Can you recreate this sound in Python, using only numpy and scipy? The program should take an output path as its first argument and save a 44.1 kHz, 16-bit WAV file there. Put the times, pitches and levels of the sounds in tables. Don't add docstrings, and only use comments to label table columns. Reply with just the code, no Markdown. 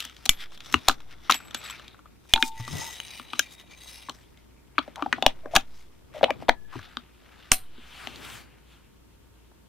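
import sys
import numpy as np
from scipy import signal
from scipy.fft import rfft, irfft, next_fast_len
from scipy.io import wavfile
from scipy.ndimage import uniform_filter1d, map_coordinates

SR = 44100
rng = np.random.default_rng(int(sys.argv[2]) if len(sys.argv) > 2 else 0)


def linear_from_db(decibels):
    return 10 ** (np.asarray(decibels, float) / 20)


def inscribe(sig):
    pcm = np.round(np.clip(np.atleast_2d(sig).T, -1, 1) * 32767)
    wavfile.write(sys.argv[1], SR, pcm.astype(np.int16))


N = 426888
HZ = np.maximum(np.fft.rfftfreq(N, 1 / SR), 1)

# pitch_hz, level_db
FLOOR = [(20, -18), (28, -11), (68, -6), (130, -10.5), (363, -13), (796, -30.5), (1020, -27.5),
         (14800, -37), (16000, -47)]
FLOOR_DB = -54.5
# pitch_hz, level_db (rms)
HUM = [
    (59.2, -61),
    (915.2, -79),
]
# pitch_hz, likeness (-1 to 1)
FLOOR_LIKENESS = [(60, 0.56), (240, 0.22), (950, -0.4), (3770, -0.56), (15000, 0.093)]
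NEAR_LIKENESS = [(60, 0.88), (180, -0.78), (550, -0.16), (1650, 0.94), (4970, 0.93), (15000, -0.64)]
ROOM_T60_S, ROOM_DB, ROOM_DULL = 0.1, -18, 0.32

# pitch_hz, level_db (per Hz)
SPOOL = [(590, -46), (1200, 14.5), (3700, 9), (7360, -16), (7970, -11.5), (8640, -19), (12000, -15),
         (15500, -19)]
LID = [(590, -34), (1000, -12.5), (1640, -9.5), (1970, -2), (3830, -3.5), (4240, -13.5), (6260, -25.5),
       (15500, -29.5)]
SLEEVE = [(590, 9), (1000, -0.5), (1580, -2.5), (1840, -6), (3080, -4), (5270, -15.5), (9910, -16.5),
          (15500, -19)]
# (pitch_hz, width_hz, lift_db)
RUBBED = [(0, SPOOL, [(1297, 300, 5.9), (3270, 900, 9.9), (2333, 160, 4)]), (.3, SPOOL, [(1730, 600, 3),
          (3400, 700, 8), (2260, 150, 5.2)]), (.51, SPOOL, [(1295, 300, 4), (3600, 800, 10),
          (5340, 500, 3.5), (2300, 300, 4)]), (0.931, SPOOL, [(1380, 350, 7), (2060, 300, 4),
          (3500, 700, 7), (770, 150, 6), (5800, 1200, 9)]), (1.302, SPOOL, [(1300, 250, 4), (3840, 700, 6),
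          (2400, 700, 7)]), (2.25, LID, [(2423, 120, 6.6), (3630, 300, 5), (6400, 270, 6)]),
          (2.56, LID, [(1960, 60, 14), (3800, 190, 8), (5200, 80, 11), (3080, 70, 7), (6440, 120, 13),
          (7960, 60, 9), (8600, 200, 7), (6090, 80, 8)]), (2.97, LID, [(2400, 60, 10), (3920, 160, 12),
          (2960, 60, 10), (6400, 200, 13), (8690, 250, 10), (11000, 200, 10), (4680, 130, 7),
          (7050, 450, -18)]), (3.42, LID, [(2370, 100, 11), (3760, 120, 12), (6410, 200, 13), (1970, 60, 8),
          (4450, 200, 6), (11100, 150, 7)]), (3.76, LID, [(3890, 110, 13), (2380, 70, 10), (2000, 70, 8),
          (2780, 80, 8), (6420, 200, 14), (5250, 120, 8), (8660, 220, 9), (10100, 200, 8), (4510, 90, 8),
          (7000, 450, -18)]), (4.12, SPOOL, [(2200, 900, 5), (3300, 980, 4)]), (6.7, SPOOL, [(1190, 600, 4),
          (2977, 1500, 5)]), (7.601, SLEEVE, [(2490, 530, 0.81)])]
CLOTH_FROM_S = RUBBED[-1][0]
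FREE, DAMPED, PATCHY_DB = 1.25, 0.5, 2.6
# peak_s, level_db, bright_re_db, rise_s, fall_s (over 20 dB)
SLIDES = [(0, -42, -4, .1, 0.14), (.25, -57.5, -4, 1, .3), (.7, -51.5, -4, 0.15, 0.45),
          (.92, -49, -0.5, 0.21, 0.054), (1.26, -51.5, -9.5, 0.12, 0.59), (1.47, -56, -9, 0.26, 0.089),
          (1.648, -41.5, -9, 0.098, 0.28), (2.48, -48.5, 8.5, 0.2, 0.035), (2.808, -40, 1.5, 0.28, 0.36),
          (3.16, -47.5, -0.5, 0.46, 0.15), (3.41, -49, -4, 0.34, 0.2), (3.9, -50.5, 1.5, 0.27, 0.41),
          (4.819, -57, -10, 0.12, 0.39), (5.0, -57.5, -8, 0.081, 0.9), (5.797, -61, -1.5, 0.26, 0.14),
          (6.15, -50.5, -10, 0.031, 0.35), (5.55, -47, -5.5, .06, 0.022), (8.25, -43, -6.5, 0.094, 0.11),
          (2.295, -53, 0.5, .012, 0.27), (6.84, -48.5, -11.5, 0.055, 0.089),
          (6.743, -50.5, -9.5, 0.07, 0.41), (7.4, -56.5, -10.5, 0.4, 0.71), (8.01, -46, -9, 0.35, 0.58),
          (8.36, -45.5, -3, 0.45, 0.12), (8.72, -59.5, -8, 0.12, 0.23)]
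# peak_s, level_db, bright_re_db
TOUCHES = [(.333, -46.5, -18), (0.422, -39.5, -8), (0.545, -51, -6), (.617, -54, -10), (0.74, -50.5, 7.5),
           (1.122, -51.5, -7.5), (1.571, -44, -10), (.665, -52.5, 0), (2.603, -47, -0.5), (3.526, -49.5, 0),
           (3.605, -51, -5), (3.721, -48.5, -6.5), (5.168, -49.5, -22), (5.3, -49, -19), (5.6, -48, -8.5),
           (6.422, -54.5, -6.5)]
TOUCH_RISE_S, TOUCH_FALL_S = 0.067, 0.054
REST_DB, ROUNDED, DULLING = -71, 1.295, 1.3
# peak_s, bump_db, rise_s, fall_s
PRESSES = [
    (.8, -52.5, .45, 0.62),
    (1.5, -54.5, 0.93, 1.24),
    (2.745, -39, 0.075, 0.21),
    (3.0, -59, 0.44, 2.1),
    (5.16, -50.5, 0.58, 0.95),
    (6.36, -46.5, 0.48, 0.37),
    (8.2, -50, 0.45, 0.67),
]
PRESS_REST_DB, CREAK_DB, CREAK_FROM_PRESS, CREAK_FROM_RUB = -62.5, -9.5, 0.46, 0.45

# low_hz, high_hz, favoured_hz, t60_s, left_right_db
METAL = (1600, 4500, 3500, 0.015, 1.9)
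BOOM = (520, 1700, 1300, 0.018, 3.6)
EDGE = (5400, 15000, 5940, 0.012, 4.2)
THUD = (248, 420, 256, 0.045, 5.3)
BROAD, FOCUSED, BOOM_BROAD = 0.94, 0.3, 0.53
# start_s, metal_db (peak), boom_re_db, boom_hz, edge_re_db
SPOOL_HITS = [(0.0034, -20.5, -36, 1305, -12), (0.0508, -30, -18, 850, -5.5),
              (0.2551, -22.5, -22, 1010, -7), (0.2598, -18, -15, 805, -10), (0.2925, -6, -16.5, 1210, -2.5),
              (0.7252, -26.5, -17, 1400, -7.5), (0.7412, -6, -7.5, 1160, -22),
              (0.8844, 0.5, -8, 840, -11.5), (0.8955, -12.5, 1.5, 1300, -17), (1.2962, -20.5, 4, 1220, -17),
              (1.2994, -14.5, -10.5, 1090, -15.5), (1.3101, -14, -10, 1220, -7),
              (1.3216, -7.5, -23, 1450, -18.5), (1.343, -20, -13.5, 830, -9.5),
              (1.5458, -19, -9.5, 1340, -9.5)]
# start_s, metal_db, boom_re_db, boom_hz, edge_re_db
LIFT_HITS = [(2.337, -3.5, -16, 702.6, -12), (2.36, -12, -10.5, 930, -35.5), (2.4256, -7, -15, 1190, -21.5),
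             (2.599, -42.5, 3, 920, -4), (2.678, -34, 3, 1080, -7), (3.197, -33, 1, 1210, -30),
             (3.3334, -20, -7.5, 1230, -31), (3.393, -8, -20, 1660, -7.5), (4.0861, -43, 12.5, 1100, -24),
             (4.0951, -22.5, -8, 1055, -17)]
# start_s, metal_db, boom_re_db, boom_hz, edge_re_db
SEAT_HITS = [(4.7815, -15.5, 4, 1250, -32), (4.878, -53, 18.5, 607, -12), (5.0233, -24, 5.5, 1160, -26),
             (5.061, -43, 22, 824, -18), (5.1269, -8.5, -7, 1610, -26.5), (5.181, -50, 19.5, 730, -15),
             (5.2245, -11.5, -5.5, 777, -23.5), (5.2635, 0, -7, 717, -19.5),
             (5.4576, -50.5, 20.5, 556, -11), (5.543, -43.5, 18, 659, -19.5), (5.5521, -18, -2, 1164, -5),
             (5.5621, -1, -10, 1590, -16), (5.5689, -19.5, 6, 740, -11)]
# start_s, metal_db, boom_re_db, boom_hz, edge_re_db
LATCH_HITS = [(6.211, -49.5, 25, 635, -27), (6.2304, -21, 8.5, 617, -25), (6.2415, -5.5, -5, 577, -34),
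              (6.3055, -16.5, -3, 595, -27), (6.4239, -48.5, 18.5, 567, -22.5),
              (6.4889, -19.5, 10.5, 700, -15.5), (6.4937, -3.5, -4, 817, -26),
              (6.7544, -46.5, 10, 1070, -16), (6.9699, -18.5, -6, 1370, -34),
              (7.5176, -0.5, -8, 1465, -4.5), (7.7791, -45.5, -8.5, 1425, -39.5),
              (8.0724, -18.5, -15, 694, -25)]
# start_s, metal_db, boom_re_db, boom_hz,
# edge_re_db
REBOUNDS = [(.881, -24.5, -2.5, 1218, -18), (.912, -24.5, -9, 1294, -11.5),
            (2.3765, -29, -0.5, 1500, -27.5), (4.7865, -16, -10, 1203, -35.5),
            (4.7905, -20, -3, 980, -31.5), (5.5555, -11.5, -7.5, 908.5, -15.5),
            (5.565, -4.5, -10.5, 1540, -14), (6.234, -24, 11.5, 690, -29.5), (6.4835, -23, 1.5, 904, -28.5),
            (7.5153, -26.5, -2.5, 1190, -10), (7.53, -27.5, -10, 1470, -8.5),
            (9.515, -67.5, 13.5, 890, -20.5), (4.373, -46.5, -17, 900, -17),
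            (3.355, -34.5, -10.5, 1310, -19)]
# start_s, metal_db (peak), boom_re_db
TICKS = [(0.025, -31, -23), (0.0966, -35.5, -16), (0.166, -37.5, -21), (0.5203, -42.5, -4.5),
         (0.5755, -35.5, -15), (0.6048, -31, -17), (1.004, -38, -11.5), (1.402, -47.5, 7),
         (1.509, -35, -13), (1.699, -27.5, -9.5), (1.708, -26.5, -12), (1.796, -36.5, -4), (1.88, -35, -30),
         (1.944, -53, 8), (1.991, -52, 7.5), (2.0566, -57, 12.5), (3.001, -22, -50), (4.9583, -31, -14),
         (6.139, -45, -1), (6.791, -39.5, 3.5), (8.158, -34.5, -30), (1.451, -49, 0), (1.482, -42, -8),
         (1.518, -45, -15), (1.601, -43, -16), (2.138, -62, -9), (2.252, -61, 6.5), (2.291, -52, -9),
         (3.598, -37.5, -23.5), (3.787, -49, -22), (3.857, -57, -27), (5.36, -54.5, -13), (8.584, -55, -3),
         (8.3, -34, -18), (.66, -33.5, -14)]
TICK_EDGE_DB = -15.5
# start_s, metal_hz, ring_time_share, left_right_shift_db
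PLACES = [(.2551, 3590, 1.5, -0.5), (.292, 3548, .7, -3), (.7412, 2660, 0.78, 1), (.8844, 3641, .8, 0.5),
          (.8955, 3650, .8, -3), (1.2994, 3000, 2, 2.5), (1.3101, 3700, 0.97, -0.1),
          (1.3216, 3820, 0.72, -1.5), (1.343, 3270, 1.8, -1), (1.5458, 3270, 1.84, 0),
          (2.3366, 3420, 0.55, -3.5), (2.361, 3350, 1.1, -5), (2.4249, 2700, 0.36, 1),
          (3.001, 2950, 0.44, 2.5), (3.3328, 2800, 0.62, 1.5), (3.395, 3360, 1.18, 1),
          (4.0954, 3500, 1.03, 0.5), (4.781, 2497, 0.61, 4.5), (4.7865, 3500, 0.58, -5.5),
          (5.0235, 2630, 0.77, 1), (5.1269, 2007, 1.4, 0.5), (5.2242, 3450, 0.79, 1.5),
          (5.2634, 3252, 0.82, -0.5), (5.5555, 3260, .9, 4), (5.5618, 2654, 0.83, -1), (6.2303, 2780, 1, 5),
          (5.5688, 3037, 0.62, 1), (1.2962, 3335, 1.1, 2.5), (6.2408, 2872, 1, -0.5),
          (6.3064, 2320, 0.89, 1), (6.4928, 1790, .7, 1), (6.9688, 3520, 0.43, 1), (7.5174, 2513, 0.45, -2),
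          (8.0713, 2760, 0.34, 4.5), (8.158, 4070, 1.2, -5)]
# start_s, thud_db (peak)
LANDINGS = [(.7411, -17.5), (2.4252, -24.5), (4.781, -25.5), (5.0247, -26.5), (5.568, -30), (6.4885, -25),
            (6.7524, -32.5), (7.7787, -42), (8.0725, -40.5)]
THUD_DB, THUD_FOLLOWS = -23, 0.56
# start_s, pitch_hz, level_db (peak), t60_s
RINGS = [(.742, 1262, -11, 0.02), (3.395, 1616, -14, 0.03), (6.494, 1730, -15, 0.025),
         (5.564, 1605, -15, 0.025), (2.3372, 3420, 5, .012), (.2926, 3490, 0, .012),
         (5.563, 4800, -10, .012), (7.518, 9000, -14, .025), (.2928, 11740, -17, .035),
         (.294, 2300, -22, .08), (.294, 7700, -25, .05), (2.339, 2430, -20, .07), (2.426, 2440, -18, .06),
         (2.4256, 3640, -11, .02), (2.4256, 1670, -10, .014), (.293, 11750, -42, .25),
         (2.352, 894, -27, .7), (1.2972, 1290, -9, .025), (1.301, 1200, -8, .022), (7.52, 750, -30, .15),
         (2.598, 118, -31, .3)]

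# start_s, end_s, pitch_hz, width_hz, level_db
SQUEAKS = [(0.736, 0.793, 85, 50, -36), (2.705, 2.785, 117, 40, -35.5), (2.812, 2.904, 901, 50, -43.5),
           (4.965, 5.038, 885, 500, -40.5), (5.224, 5.275, 780, 258, -36), (5.434, 5.505, 622, 121, -45.5),
           (5.534, 5.556, 700, 200, -32), (6.143, 6.196, 615, 220, -39), (6.279, 6.312, 845, 120, -27),
           (6.254, 6.27, 660, 250, -32), (6.505, 6.55, 850, 200, -45), (8.04, 8.42, 330, 260, -57),
           (5.51, 5.54, 620, 250, -46), (6.755, 6.81, 300, 120, -46), (6.724, 6.765, 1150, 590, -45),
           (6.751, 6.823, 110, 60, -42), (6.5, 6.8, 1710, 50, -62)]
# start_s, end_s, level_db
WHISTLES = [(1.335, 1.392, -45), (1.39, 1.52, -63), (1.56, 1.608, -52), (1.636, 1.683, -54),
            (1.697, 1.72, -48)]
# pitch_hz, level_db
WHISTLE_MODES = [(7780, 3.5), (11780, -4)]
# (pitch_hz, width_hz, level_db)
RATTLES = [
    (1.301, [(2464, 3600, -20), (9400, 6100, -35)]),
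    (7.523, [(3000, 4400, -29), (4040, 400, -34), (9340, 1200, -25.5), (12260, 1600, -28.5)]),
]
RATTLE_T60_S = 0.17
# start_s, right_sag (full scale); the left side always sags alike
OVERLOADS = [(0.294, 0.108), (.886, 0.072), (2.338, 0.105), (5.2635, .105), (5.563, 0.097), (6.492, -.013),
             (7.519, 0.1)]
LEFT_SAG, SAG_S = 0.104, 0.07


def rms_one(x):
    return x / np.sqrt(np.mean(x ** 2) + 1e-20)


def at_hz(points, hz):
    pitch_hz, value = np.array(points).T
    return np.interp(np.log(hz), np.log(pitch_hz), value)


def lean(left_right_db):
    return linear_from_db([[left_right_db / 2], [-left_right_db / 2]])


def add(out, s, wave):
    i = round(s * SR)
    out[:, i:i + wave.shape[-1]] += wave[..., :N - i]


def pair(mid, side, likeness):
    alike = np.clip(at_hz(likeness, HZ), -0.95, 0.98)
    return np.sqrt(1 + alike) * rfft(mid) + np.sqrt(1 - alike) * rfft(side) * [[1], [-1]]


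def floor():
    hiss = irfft(pair(*rng.standard_normal((2, N)), FLOOR_LIKENESS) * linear_from_db(at_hz(FLOOR, HZ)), N)
    t = np.arange(N) / SR
    waver = np.interp(np.arange(N), np.linspace(0, N, 60), rng.standard_normal(60))
    hum = sum(linear_from_db(level_db + 3.0 + 1.4 * waver) * np.sin(2 * np.pi * hz * t) for hz, level_db in HUM)
    return linear_from_db(FLOOR_DB - 4.0) * rms_one(hiss) + hum


def swells(s, peak_db, rise_s, fall_s, rest_db, fade=1.0):
    t = np.arange(0, N, 64)[:, None] / SR
    away = np.where(t < s, (s - t) / rise_s, (t - s) / fall_s)
    level_db = np.maximum(np.max(peak_db - 20 * fade * away ** ROUNDED, axis=1), rest_db)
    return np.interp(np.arange(N) / SR, t[:, 0], level_db)


def fingers():
    rows = list(SLIDES) + [(*row, TOUCH_RISE_S, TOUCH_FALL_S) for row in TOUCHES]
    s, db, bright_re_db, rise_s, fall_s = np.transpose(rows)
    rub_db = swells(s, db, rise_s, fall_s, REST_DB)
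    return rub_db, swells(s, db + bright_re_db, rise_s, fall_s, REST_DB - 7.5, DULLING)


def grit(per_s, spread_db, until_s=99):
    jumps = linear_from_db(spread_db * np.minimum(rng.exponential(1, N), 4))
    slips = (rng.random(N) < per_s / SR) * jumps * (np.arange(N) < until_s * SR)
    clumps = signal.lfilter([1], [1, -0.985], slips)
    return rng.standard_normal((2, N)) * (1 + clumps)


def patchy(x):
    _, _, z = signal.stft(x, nperseg=512)
    coarse = rng.standard_normal((20, z.shape[2] // 7 + 2))
    bands, frames = np.linspace(0, 19, z.shape[1]), np.arange(z.shape[2]) / 7
    patches = map_coordinates(coarse, np.meshgrid(bands, frames, indexing="ij"), order=1)
    return signal.istft(z * linear_from_db(PATCHY_DB * patches), nperseg=512)[1][:, :N]


def section(starts, k):
    t, end = np.arange(N) / SR, (list(starts) + [N])[k + 1]
    return uniform_filter1d(((t >= starts[k]) & (t < end)) * 1.0, size=800)


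def resonances(peaks, turn, hz):
    lift_db = 0
    for j, (at, width, db) in enumerate(peaks):
        share = 1 if db < 0 else FREE if j % 2 == turn else DAMPED
        lift_db = lift_db + db * share / (1 + (2 * (hz - at) / width) ** 2)
    return lift_db


def rubbing(rub_db, bright_db):
    source = irfft(pair(*grit(500.0, 0.74, CLOTH_FROM_S), NEAR_LIKENESS), N)
    body, bright = np.zeros((2, N)), np.zeros((2, N))
    starts = [row[0] for row in RUBBED]
    grip = np.interp(np.arange(N), np.linspace(0, N, 230), rng.random(230).round())
    for k, (_, colour, peaks) in enumerate(RUBBED):
        gate = section(starts, k)
        held = gate > 1e-9
        count = int(held.sum())
        size = next_fast_len(count)
        hz = np.maximum(np.fft.rfftfreq(size, 1 / SR), 1)
        low = 1 / (1 + (hz / 5000) ** 12)
        raw = rfft(source[:, held], size) / (1 + (1000 / hz) ** 4)
        for turn, share in enumerate((grip, 1 - grip)):
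            coloured = raw * linear_from_db(at_hz(colour, hz) + resonances(peaks, turn, hz))
            gain = (gate * share)[held]
            body[:, held] += gain * rms_one(irfft(coloured * low, size)[:, :count])
            bright[:, held] += gain * rms_one(irfft(coloured * (1 - low), size)[:, :count])
    return (linear_from_db(rub_db) * patchy(body) + linear_from_db(bright_db) * patchy(bright)) * lean(2.4)


def creak(creak_db):
    source = pair(*grit(200.0, 1.2, CLOTH_FROM_S), NEAR_LIKENESS)
    source = source / (1 + (420 / HZ) ** 4) / (1 + (HZ / 1250) ** 4)
    return linear_from_db(creak_db) * rms_one(irfft(source, N)) * lean(5)


def bumps(bump_db):
    shape = 1.2 + 1 / (1 + ((HZ - 120) / 20.0) ** 2)
    shape = shape / (1 + (70 / HZ) ** 4) / (1 + (HZ / 420) ** 4)
    source = pair(*grit(53.0, 3.2, CLOTH_FROM_S), NEAR_LIKENESS)
    return linear_from_db(bump_db) * rms_one(irfft(source * shape, N)) * lean(3)


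def struck(zone, chance, contact_s, favoured_hz=None, lasts=1, broad=BROAD):
    t = np.arange(SR // 10) / SR
    low_hz, high_hz, best_hz, t60, pan_db = zone
    size, tune, phase, lag = chance.T[:, :, None]
    hz = np.geomspace(low_hz, high_hz, len(chance))[:, None] * (1 + 0.02 * tune)
    near = 1 / (1 + (np.log2(hz / (favoured_hz or best_hz)) / 0.33) ** 2)
    decay_db = -60 * t / (t60 * lasts * (0.5 + near))
    body = (broad + near) * linear_from_db(3.5 * size + decay_db)
    apart = 1.15 * lag / (1 + (6500 / hz) ** 3) + 130 / hz
    angle = 2 * np.pi * hz * t + 3 * phase
    wave = np.array([np.sum(body * np.sin(angle + ear * apart), axis=0) for ear in (-1, 1)])
    wave = wave * (1 - np.exp(-t / contact_s))
    return wave / np.abs(wave).max() * lean(pan_db)


def thudding(table):
    return [(*row, THUD_DB + THUD_FOLLOWS * (row[1] + row[2])) for row in table]


def hits():
    rows = thudding(SPOOL_HITS + LIFT_HITS + SEAT_HITS + LATCH_HITS)
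    rows += [(s, db, boom_db, None, TICK_EDGE_DB, db - 40.5) for s, db, boom_db in TICKS]
    rows += thudding(REBOUNDS)
    places = {np.argmin([abs(row[0] - s) for row in rows]): place for s, *place in PLACES}
    crack_band = signal.butter(2, [1500, 15500], "band", fs=SR, output="sos")
    out = np.zeros((2, N))
    for k, (s, metal_db, boom_db, boom_hz, edge_db, thud_db) in enumerate(rows):
        metal_hz, lasts, shift_db = places.get(k, (None, 1, 0))
        luck = rng.standard_normal((4, 22, 4))
        crack = rng.standard_normal((2, 900)) * np.exp(-np.arange(900) / 110.0)
        mid, side = signal.sosfilt(crack_band, crack)
        wave = struck(METAL, luck[0], 0.000063, metal_hz, lasts, FOCUSED if metal_hz else BROAD)
        wave += linear_from_db(boom_db + 2.0) * struck(BOOM, luck[1], 0.0015, boom_hz, lasts, BOOM_BROAD)
        wave += linear_from_db(edge_db + 7.5) * struck(EDGE, luck[2], 0.00028, None, lasts)
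        wave[:, :900] += linear_from_db(edge_db - 5.0) * (mid + 0.6 * side * [[1], [-1]])
        wave = linear_from_db(metal_db + 1.0) * wave * lean(shift_db)
        heavy_db = [db for at, db in LANDINGS if abs(at - s) < 0.003]
        add(out, s, wave + linear_from_db(max([thud_db] + heavy_db)) * struck(THUD, luck[3, :4], 0.0086))
    return out


def room(x):
    t = np.arange(SR // 3) / SR
    arrivals = 0.5 * (t > 0.003) + 0.5 * (t > 0.012)
    wash = rng.standard_normal((2, len(t))) * linear_from_db(-60 * t / ROOM_T60_S) * arrivals
    wash = signal.lfilter([1], [1, -ROOM_DULL], wash)
    wash = wash / np.sqrt(np.sum(wash ** 2, axis=1, keepdims=True))
    return linear_from_db(ROOM_DB) * signal.fftconvolve(x, wash, axes=1)[:, :N]


def rings():
    out, t = np.zeros((2, N)), np.arange(SR) / SR
    for s, hz, peak_db, t60 in RINGS:
        neighbour = 0.49 * np.sin(2 * np.pi * hz * 0.89 * t + 1.0) * np.exp(-t / 0.14)
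        note = np.sin(2 * np.pi * hz * t) + neighbour
        build_up = 1 - np.exp(-t / (0.0042 * t60))
        add(out, s, linear_from_db(peak_db - 60 * t / t60) * build_up * note * lean(3))
    return out


def slip_band(slips, start, end, hz, width):
    edges = [hz - min(width, hz) / 2, hz + width / 2]
    band = signal.butter(1, edges, "band", fs=SR, output="sos")
    stretch = slips[round(start * SR) - 2000:round(end * SR)]
    return rms_one(signal.sosfilt(np.vstack([band, band]), stretch)[2000:])


def squeaks(slips):
    out = np.zeros((2, N))
    whistles = [(start, end, hz, 90.0, db + mode_db)
                for start, end, db in WHISTLES for hz, mode_db in WHISTLE_MODES]
    for start, end, hz, width, level_db in list(SQUEAKS) + whistles:
        tone = slip_band(slips[0], start, end, hz, width)
        swell = np.sqrt(np.sin(np.pi * np.linspace(0, 1, len(tone)) ** 0.68).clip(0))
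        add(out, start, linear_from_db(level_db) * tone * swell * lean(5))
    return out


def rattles(slips):
    out = np.zeros((2, N))
    for s, parts in RATTLES:
        for hz, width, level_db in parts:
            mid, side = [slip_band(ear, s, s + RATTLE_T60_S, hz, width) for ear in slips]
            decay = linear_from_db(np.linspace(level_db, level_db - 62.0, len(mid)))
            add(out, s, decay * (mid + hz / 15000 * side * [[1], [-1]]))
    return out


def scene():
    rub_db, bright_db = fingers()
    bump_db = swells(*np.transpose(PRESSES), PRESS_REST_DB)
    creak_db = CREAK_DB + CREAK_FROM_PRESS * bump_db + CREAK_FROM_RUB * rub_db
    slips = grit(150.0, 2.1)
    hands = rubbing(rub_db, bright_db) + creak(creak_db) + bumps(bump_db)
    hands += squeaks(slips) + rattles(slips)
    blows = hits()
    return floor() + hands + blows + room(blows) + rings()


def band_limit(x):
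    return signal.sosfilt(signal.butter(12, 16520, fs=SR, output="sos"), x)


def record(dry):
    out, t = np.clip(dry, -1, 1), np.arange(SR) / SR / SAG_S
    recovery = (1 - t) * np.exp(-t) * (1 - np.exp(-t / 0.01))
    for s, right_sag in OVERLOADS:
        add(out, s, -np.array([[LEFT_SAG], [right_sag]]) * recovery)
    out = signal.sosfilt(signal.cheby2(10, 50, 16600, fs=SR, output="sos"), out)
    return band_limit(np.clip(out, -1, 1))


dry = scene()
out = record(dry)
inscribe(out)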